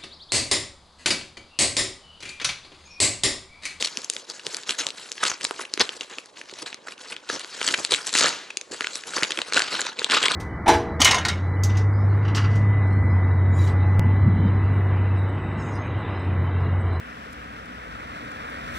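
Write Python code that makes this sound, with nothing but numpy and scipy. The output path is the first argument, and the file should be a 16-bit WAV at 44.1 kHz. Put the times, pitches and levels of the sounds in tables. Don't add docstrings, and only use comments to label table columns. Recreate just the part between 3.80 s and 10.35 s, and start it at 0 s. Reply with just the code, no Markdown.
import sys
import numpy as np
from scipy import signal
from scipy.fft import rfft, irfft
from scipy.io import wavfile
from scipy.ndimage import uniform_filter1d, map_coordinates

SR = 44100
rng = np.random.default_rng(int(sys.argv[2]) if len(sys.argv) > 2 else 0)


def voltage_ratio(level):
    return 10 ** (np.asarray(level, float) / 20)


def transcribe(u):
    v = np.clip(np.atleast_2d(u).T, -1, 1)
    q = np.round(v * 32767).astype(np.int16)
    wavfile.write(sys.argv[1], SR, q)


N = 288855

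# (frequency [Hz], density [dB per Hz])
AIR_SPECTRUM = [(15, -62), (25, -32), (412, 11), (798, 24), (1630, 5), (4510, -5), (6960, 10), (11000, -2),
                (14300, -70)]
# (frequency [Hz], t60 [s])
ROOM_T60 = [(200, 0.12), (1000, 0.33), (4000, 0.13), (10000, 0.12)]
# (frequency [Hz], lead [rad])
PORT_LEAD = [(0, 0.019), (1030, 0.49), (5940, 0.38), (11900, -0.89)]
# (frequency [Hz], difference [dB])
PORT_BALANCE = [(60, -3), (170, -3.5), (490, -3.5), (1420, -0.5), (4080, 2), (11700, 1)]
# (frequency [Hz], density [dB per Hz])
FLEX_SPECTRUM = [(24, -42), (40, -33), (151, -36), (305, 0), (556, 7), (740, -17.5), (900, -0.5),
                 (1170, 13.5), (1980, -120)]
# (frequency [Hz], density [dB per Hz])
PAPER_SPECTRUM = [(410, -11.5), (700, -6.5), (1520, -2.5), (1840, -2), (4230, 0), (7700, -9.5), (9040, -19),
                  (11000, -14), (14300, -67)]
# (time [s], level [dB re amplitude 2], frequency [Hz])
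THUDS = [(0.176, -34, 240), (0.667, -42, 150), (1.511, -43, 85), (2.0, -28, 230), (2.727, -35, 380),
         (3.986, -25.5, 470), (4.352, -22.5, 330), (4.412, -17.5, 490), (4.911, -32, 320),
         (5.424, -33, 170), (6.216, -27.5, 422), (6.306, -41, 60)]
# (frequency [Hz], width [Hz], gain [dB])
WALL_MODE = (355, 238, 8.8)
# (frequency [Hz], width [Hz], gain [dB])
AIR_MODES = [(1450, 380, -0.8), (2860, 275, -9.5), (4240, 530, -6.5), (7410, 930, 1.5)]
# (time [s], grain of the rustle [0-1], hollowness [dB],
# crumpling between strokes [dB], brightness of a stroke's peak [dB])
GRIP = [(0, 0.8, -8, -66, 2), (.9, 0.61, 4, -64, 1), (1.5, 0.7, 0, -51, -0.5),
        (2.25, 0.8, -3.5, -46.5, -2.5), (2.47, 0.61, -11, -51, -3), (3.03, 0.78, -1, -73, -2.5),
        (3.5, 0.64, 0.5, -79, -4.5), (4.3, 0.69, 2, -47, 2.5), (4.45, 0.9, 5, -50, -4),
        (4.52, 0.27, -1, -66, -7.5), (4.85, 0, -5, -45, -3), (4.92, 0.62, 5.5, -60, 0),
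        (5.45, 0.74, -1.5, -41, -1), (5.75, 0.5, 1.5, -61, -4.5), (6.55, 0.75, 5, -59, -12.5)]
# (peak time [s], crumpling [dB], rise over 20 dB [ms],
# fall over 20 dB [ms], flap of the whole sheet [dB])
STROKES = [(0.012, -25.5, 51, 155, -37), (0.179, -36.5, 79, 148, -38.5), (0.367, -39, 350, 204, -43),
           (0.497, -34, 26, 151, -44), (0.671, -38.5, 71, 250, -37), (0.743, -35, 195, 163, -50),
           (0.874, -31, 12, 200, -56), (0.899, -23.5, 25, 70, -42), (0.989, -21.5, 18, 71, -53),
           (1.071, -34.5, 118, 139, -34.5), (1.173, -39.5, 57, 800, -48), (1.434, -20, 16, 14, -60),
           (1.467, -20, 65, 71, -37), (1.503, -25, 22, 50, -44), (1.648, -34, 105, 140, -31.5),
           (1.821, -29, 134, 37, -40), (2.014, -12.5, 17.5, 15, -26.5), (2.04, -35, 152, 190, -51),
           (2.175, -33.5, 143, 10, -44), (2.215, -37, 13, 120, -52), (2.298, -37, 11, 104, -58),
           (2.384, -40, 150, 120, -43), (2.584, -37, 50, 95, -61), (2.697, -43, 17, 200, -58),
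           (2.829, -35, 243, 32, -38), (2.862, -32, 8, 98, -54), (3.069, -39, 4, 135, -53),
           (3.125, -38.5, 136, 25, -56), (3.207, -35.5, 29, 125, -63), (3.325, -30, 90, 35, -37.5),
           (3.492, -27, 0, 155, -61), (3.553, -26, 114, 25, -33), (3.6, -38, 69, 403, -61),
           (3.79, -39.5, 664, 100, -44), (3.818, -37, 19, 300, -57), (3.876, -24, 164, 77, -39),
           (3.93, -25, 120, 36, -39), (3.993, -29, 68, 175, -29), (4.122, -20, 29, 117, -26),
           (4.275, -24, 34, 39, -41), (4.35, -20.5, 31, 294, -37), (4.446, -18, 113, 201, -25.5),
           (4.912, -36, 2, 195, -45), (4.937, -37, 32, 141, -36.5), (5.011, -39.5, 47, 200, -39),
           (5.162, -32, 180, 105, -38.5), (5.277, -32, 32, 200, -38.5), (5.37, -27.5, 82, 198, -29.5),
           (5.429, -33.5, 120, 99, -28.5), (5.51, -32, 25, 246, -34), (5.588, -40, 150, 150, -30),
           (5.685, -30.5, 48, 55, -42), (5.766, -19.5, 49, 168, -24.5), (5.94, -23.5, 116, 120, -26.5),
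           (5.998, -25.5, 90, 129, -33), (6.066, -29.5, 54, 87, -35), (6.194, -32.5, 53, 500, -38),
           (6.311, -22, 29, 200, -38), (6.345, -19, 57, 155, -44), (6.44, -23, 69, 200, -36),
           (6.515, -25, 120, 150, -32.5)]
# (time [s], level [dB], centre [Hz], length [ms])
SNAPS = [(0.025, -14.5, 4400, 1.3), (0.045, -20, 4300, 6.3), (0.0583, -20.5, 4020, 1.3),
         (0.0694, -27, 3950, 5.8), (0.172, -18, 4500, 1.26), (0.218, -32, 5570, 0.76),
         (0.245, -24, 6200, 1.2), (0.2994, -14, 5000, 1.2), (0.336, -28, 5410, 1.1),
         (0.3649, -24, 2820, 1.7), (0.499, -30, 5260, 1.7), (0.5945, -36.5, 2960, 2.9),
         (0.6668, -13.5, 3430, 0.26), (0.745, -23.5, 3600, 1.6), (0.7675, -27, 6400, 1.7),
         (0.834, -32.5, 4450, 0.91), (0.8928, -18.5, 3300, 1.9), (0.9072, -18.5, 4170, 1.4),
         (1.0674, -13, 3300, 0.47), (1.088, -28, 3500, 1.2), (1.1045, -25, 3820, 0.85),
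         (1.3178, -21, 4700, 0.53), (1.3258, -30, 5130, 0.7), (1.379, -32.5, 2050, 2.7),
         (1.4295, -22, 1250, 3), (1.4335, -20, 1300, 2), (1.4375, -18, 4000, 2), (1.4522, -17, 3200, 1.2),
         (1.5159, -21, 2050, 0.81), (1.6106, -27.5, 3400, 1.2), (1.617, -32, 4500, 1.5),
         (1.6309, -30.5, 4670, 3), (1.6415, -23, 7700, 4), (1.6495, -15, 3880, 1.6),
         (1.7096, -19, 1500, 0.8), (1.7919, -31, 1120, 5), (1.851, -32, 2690, 2.9),
         (1.9381, -15.5, 4200, 1), (1.9758, -14, 2220, 0.18), (1.9964, -18, 4920, 0.98),
         (2.0015, -15, 2700, 0.44), (2.0047, -19, 2530, 2.8), (2.092, -17, 3120, 0.67),
         (2.2091, -22, 2670, 1.7), (2.384, -25, 2820, 2.1), (2.4584, -37.5, 4250, 0.89),
         (2.5717, -35, 2830, 0.9), (2.6134, -31, 1930, 2), (2.696, -32, 2600, 1), (2.738, -33.5, 3050, 1.4),
         (2.9288, -23, 2830, 0.36), (2.944, -26.5, 3020, 1.16), (3.071, -34, 1460, 2.4),
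         (3.0822, -32, 1900, 3.2), (3.179, -39.5, 2980, 1.4), (3.238, -39, 3000, 0.8),
         (3.3186, -33, 2630, 8.8), (3.3645, -29.5, 3200, 1.9), (3.4896, -30.5, 3400, 2.5),
         (3.499, -23, 1130, 1.8), (3.595, -29.5, 4360, 1.2), (3.646, -27, 2400, 0.65),
         (3.797, -32, 3830, 0.79), (3.814, -20.5, 1670, 2.2), (3.8287, -23, 4080, 1.2),
         (3.8655, -27, 6560, 3), (3.8772, -15.5, 3570, 1.6), (3.8874, -16.5, 3000, 1.4),
         (3.9225, -28, 4870, 3), (3.939, -17, 2300, 5.2), (3.977, -30, 4130, 0.8), (3.9881, -29, 1710, 1.8),
         (4.0487, -15, 3600, 1.04), (4.1076, -24, 4550, 3.9), (4.119, -16, 3900, 2.6),
         (4.132, -20, 3000, 1.5), (4.139, -11, 3560, 1.24), (4.145, -19, 2780, 3),
         (4.269, -22.5, 6260, 0.92), (4.2755, -22.5, 5300, 0.68), (4.292, -28, 4300, 1.9),
         (4.3292, -24, 5000, 0.7), (4.338, -21.5, 4300, 3.4), (4.3516, -17.5, 3130, 1.9),
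         (4.36, -17, 3020, 0.84), (4.373, -23, 5800, 2.9), (4.3786, -14, 3840, 0.89),
         (4.3843, -19, 5260, 4.3), (4.3922, -21, 5170, 6), (4.4078, -15.5, 3730, 2.3),
         (4.413, -12, 3440, 0.3), (4.428, -17, 3930, 0.99), (4.4355, -16, 3450, 0.73),
         (4.441, -22, 3040, 4.1), (4.491, -23, 5000, 1.4), (4.7022, -31, 2580, 4.8),
         (4.771, -17, 4700, 1.3), (4.8123, -26.5, 3500, 1.2), (5.0081, -17.5, 2460, 0.86),
         (5.02, -27, 1800, 1.3), (5.0435, -24, 2120, 2.9), (5.07, -20.5, 2900, 1.3),
         (5.155, -24.5, 4830, 1.8), (5.236, -34, 2630, 2.4), (5.336, -29, 1500, 1), (5.367, -24, 1200, 2.8),
         (5.3767, -23.5, 1570, 1.3), (5.3825, -17.5, 1290, 0.43), (5.4247, -12, 1910, 0.47),
         (5.4321, -12.5, 2820, 2), (5.44, -21, 2960, 1.6), (5.4475, -24, 2300, 2),
         (5.506, -22.5, 3150, 2.3), (5.5195, -20, 3600, 1.6), (5.5734, -22, 2600, 1.9),
         (5.5886, -18.5, 1970, 1.3), (5.6168, -19.5, 3000, 2), (5.7233, -21, 2060, 1.9),
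         (5.734, -20, 3660, 2.8), (5.7438, -18, 3600, 1.5), (5.7663, -18, 2620, 3.7),
         (5.773, -17, 1560, 3.3), (5.7802, -17.5, 2600, 1.3), (5.793, -18, 3170, 2.1),
         (5.8027, -19, 1620, 1.4), (5.82, -15, 3330, 0.9), (5.991, -27.5, 1500, 5.4),
         (6.006, -26, 6900, 3.5), (6.016, -18, 3600, 1), (6.066, -25.5, 2420, 2.4), (6.089, -34, 1440, 1.8),
         (6.1889, -25, 2350, 2), (6.1936, -19, 3000, 0.84), (6.2182, -23, 1550, 0.58),
         (6.2443, -13, 3700, 1.25), (6.299, -16.5, 2500, 0.91), (6.3109, -13.5, 4470, 0.49),
         (6.316, -19.5, 2940, 5.2), (6.33, -22, 1500, 4.2), (6.343, -19.5, 2840, 6), (6.37, -19.5, 1450, 2),
         (6.377, -22, 2800, 1.8), (6.4277, -18, 3150, 2.5), (6.4371, -16, 1760, 1.5),
         (6.4542, -19, 3000, 6), (6.4827, -14.5, 2290, 1.5), (6.512, -23.5, 1320, 1.5),
         (6.5177, -16, 3670, 1)]


def evened(x):
    return x / np.sqrt(np.mean(x ** 2) + 1e-20)


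def read(points, hz):
    f, value = np.transpose(points)
    return np.interp(np.log(hz + 1), np.log(f + 1), value)


def shaped(x, spectrum):
    hz = np.fft.rfftfreq(x.shape[-1], 1 / SR)
    return evened(irfft(rfft(x) * voltage_ratio(read(spectrum, hz)), x.shape[-1]))


def wander(seconds):
    size = round(seconds * SR)
    return evened(uniform_filter1d(uniform_filter1d(rng.standard_normal(N), size), size))


def add(mix, s, sound):
    part = mix[round(s * SR):][:len(sound)]
    part += sound[:len(part)]


def resonate(x, hz, width_hz):
    return signal.lfilter(*signal.iirpeak(min(hz, 15000), hz / width_hz, SR), x)


def moving_resonance(x, hz, width_hz):
    turn = np.exp(2j * np.pi * np.cumsum(hz) / SR)
    r = np.exp(-np.pi * width_hz / SR)
    return 2 * (turn * signal.lfilter([1 - r], [1, -r], x / turn)).real


def grains(pitches_hz, per_s, decay_cycles, spread_db, spectrum):
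    for hz in pitches_hz:
        size = voltage_ratio(spread_db * np.minimum(rng.exponential(1, N), 2.5))
        size = size * (rng.random(N) < per_s / SR)
        cycles = np.arange(3000) * hz / SR
        grain = np.sin(2 * np.pi * cycles) * np.exp(-cycles / decay_cycles)
        grain *= voltage_ratio(read(spectrum, hz)) * np.sqrt(hz) / np.linalg.norm(grain)
        yield hz, signal.oaconvolve(size * rng.choice([-1, 1], N), grain)[:N]


def grip(column):
    table = np.array(GRIP)
    return np.interp(np.arange(N) / SR, table[:, 0], table[:, column])


def strokes_db(peak_db, rise_ms, fall_ms, idle_db):
    t = np.arange(0, N, 64) / SR
    late_ms = 1000 * (t[:, None] - np.array(STROKES)[:, 0])
    under_db = 20 * np.maximum(-late_ms / rise_ms, late_ms / fall_ms)
    power = (voltage_ratio(peak_db - under_db) ** 2).sum(1) + voltage_ratio(idle_db) ** 2
    return np.interp(np.arange(N) / SR, t, 10 * np.log10(power))


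def crumpling_db(haste=1.0, idle_offset_db=0.0):
    _, peak_db, rise_ms, fall_ms, _ = np.transpose(STROKES)
    return strokes_db(peak_db, rise_ms / haste, fall_ms / haste, grip(3)[::64] + idle_offset_db)


def flapping_db():
    return strokes_db(np.transpose(STROKES)[4], rise_ms=26, fall_ms=36, idle_db=-53.5)


def brightness_db():
    return grip(4) + crumpling_db(haste=1.34, idle_offset_db=-1) - crumpling_db()


def hush():
    noise = rng.standard_normal((2, N))
    return voltage_ratio(-63.5) * shaped(noise + 0.097 * noise[::-1], AIR_SPECTRUM)


def draughts():
    lowpass = signal.butter(3, 40, fs=SR, output="sos")
    deep = signal.sosfilt(lowpass, rng.standard_normal((2, N)))
    return voltage_ratio(0.75 * flapping_db() - 23.0 + 4.0 * wander(0.02)) * evened(deep)


def room(x):
    at = np.arange(130, SR // 2, 20)
    shape = (2, len(at))
    taps = np.zeros((2, SR // 2 + 20))
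    np.put_along_axis(taps, at + rng.integers(0, 20, shape), rng.choice([-1., 1.], shape), 1)
    hz, t, z = signal.stft(taps, SR, nperseg=256)
    decay_db = -60 * t / read(ROOM_T60, hz)[:, None]
    tail = signal.istft(z * voltage_ratio(decay_db), SR, nperseg=256)[1]
    tail = tail + 0.095 * tail[::-1]
    return signal.fftconvolve(x[None], tail / np.linalg.norm(tail[0]), axes=1)[:, :N]


def ports(x):
    hz = np.fft.rfftfreq(N, 1 / SR)
    left = voltage_ratio(read(PORT_BALANCE, hz) / 2) * np.exp(0.5j * read(PORT_LEAD, hz))
    pair = irfft(rfft(x) * np.array([left, 1 / left]), N)
    shift_samples = 0.14 * wander(0.01)
    return np.array([map_coordinates(v, [np.arange(N) + sign * shift_samples], mode="nearest")
                     for v, sign in zip(pair, (1, -1))])


def thuds():
    t, out = np.arange(8000) / SR, np.zeros(N)
    for s, db, hz in THUDS:
        cycles = t * hz
        envelope = 2 * voltage_ratio(db - 60 * cycles / 7.0) * np.minimum(cycles / 0.35, 1)
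        add(out, s, envelope * np.sin(2 * np.pi * cycles))
    return out


def flexing():
    trains = grains(np.geomspace(90, 950, 18), per_s=50, decay_cycles=1.8, spread_db=4.8,
                    spectrum=FLEX_SPECTRUM)
    knocks = evened(sum(train for _, train in trains))
    rustle = shaped(rng.standard_normal((2, N)), FLEX_SPECTRUM)
    return voltage_ratio(flapping_db() - 2.0) * (knocks + 0.48 * rustle)


def pouch(x):
    air = np.zeros(N)
    for hz, width_hz, db in AIR_MODES:
        moving_hz = hz * np.exp(0.08 * wander(0.05))
        air += voltage_ratio(db + 1.8 * wander(0.04)) * moving_resonance(x, moving_hz, width_hz)
    wall_hz, wall_width_hz, wall_db = WALL_MODE
    return x + voltage_ratio(wall_db) * resonate(x, wall_hz, wall_width_hz) + voltage_ratio(grip(2)) * air


def rubbing():
    noise = shaped(rng.standard_normal(N), PAPER_SPECTRUM)
    _, s, z = signal.stft(noise, SR, nperseg=256)
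    patches = uniform_filter1d(rng.standard_normal(z.shape), 12, axis=0)
    patches = uniform_filter1d(patches, 9, axis=1)
    patches_db = 4.7 * evened(patches) * np.interp(s, *np.transpose(GRIP)[:2])
    hiss = evened(signal.istft(z * voltage_ratio(patches_db), nperseg=256)[1][:N])
    high = signal.sosfilt(signal.butter(2, 4500, "high", fs=SR, output="sos"), hiss)
    hiss = hiss + (voltage_ratio(brightness_db() + 7.5) - 1) * high
    slips, catches = wander(0.0015), wander(0.006)
    stutter_db = grip(1) * (3.5 * slips + 3.25 * catches)
    return voltage_ratio(crumpling_db() - 9.3 + stutter_db) * hiss


def crackle():
    clumps = voltage_ratio(5.3 * np.clip(wander(0.0066), -3, 1.5))
    tilt_db_per_octave = 0.5 * (brightness_db() + 3)
    trains = grains(np.geomspace(900, 10500, 16), per_s=110, decay_cycles=4.3, spread_db=5.0,
                    spectrum=PAPER_SPECTRUM)
    out = sum(voltage_ratio(tilt_db_per_octave * np.log2(hz / 3500)) * train for hz, train in trains)
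    return voltage_ratio(crumpling_db() - 7.3) * np.clip(grip(1), 0, 1.5) * evened(out * clumps)


def snaps():
    t, out = np.arange(900) / SR, np.zeros(N)
    for s, db, hz, ms in SNAPS:
        noise = rng.standard_normal(900)
        along = 1000 * t / ms
        swell = np.minimum(along / (0.12 * ms + 0.08), 1)
        burst = noise * swell * np.exp(-1.6 * along ** 1.1)
        burst[4] += 2.1 / max(ms, 1) * np.sign(noise[0])
        crack = resonate(resonate(burst, hz, 1.55 * hz), hz, 1.55 * hz)
        crack += 0.17 * np.sqrt(3000 / hz) * signal.lfilter([1, -0.6], 1, burst)
        crack += 1.6 * np.sqrt(ms) * resonate(burst, hz, 0.25 * hz)
        crack *= np.sqrt(ms * SR / 1000) / np.linalg.norm(crack)
        thump_hz = 450 * np.exp(0.27 * rng.standard_normal())
        thump = np.sin(2 * np.pi * thump_hz * t) * voltage_ratio(-60 * t / 0.018)
        thump_db = -19.5 - 6.4 * np.log2(hz / 2500)
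        add(out, s, voltage_ratio(db) * (crack + voltage_ratio(thump_db) * thump))
    return out


def scene():
    paper = pouch(snaps() + crackle() + rubbing())
    at_ports = ports(paper + flexing() + thuds() + voltage_ratio(-15.0) * room(paper))
    return at_ports + hush() + draughts()


def low_pass(x):
    return signal.sosfilt(signal.butter(12, 12310, fs=SR, output="sos"), x)


def record(dry):
    thin = signal.sosfilt(signal.butter(2, 140, "high", fs=SR, output="sos"), dry)
    limited = signal.sosfilt(signal.cheby1(10, 0.8, 10960, fs=SR, output="sos"), thin)
    rounded = limited / (1 + (limited / 0.8) ** 6) ** (1 / 6)
    return low_pass(rounded)


dry = scene()
out = record(dry)
transcribe(out)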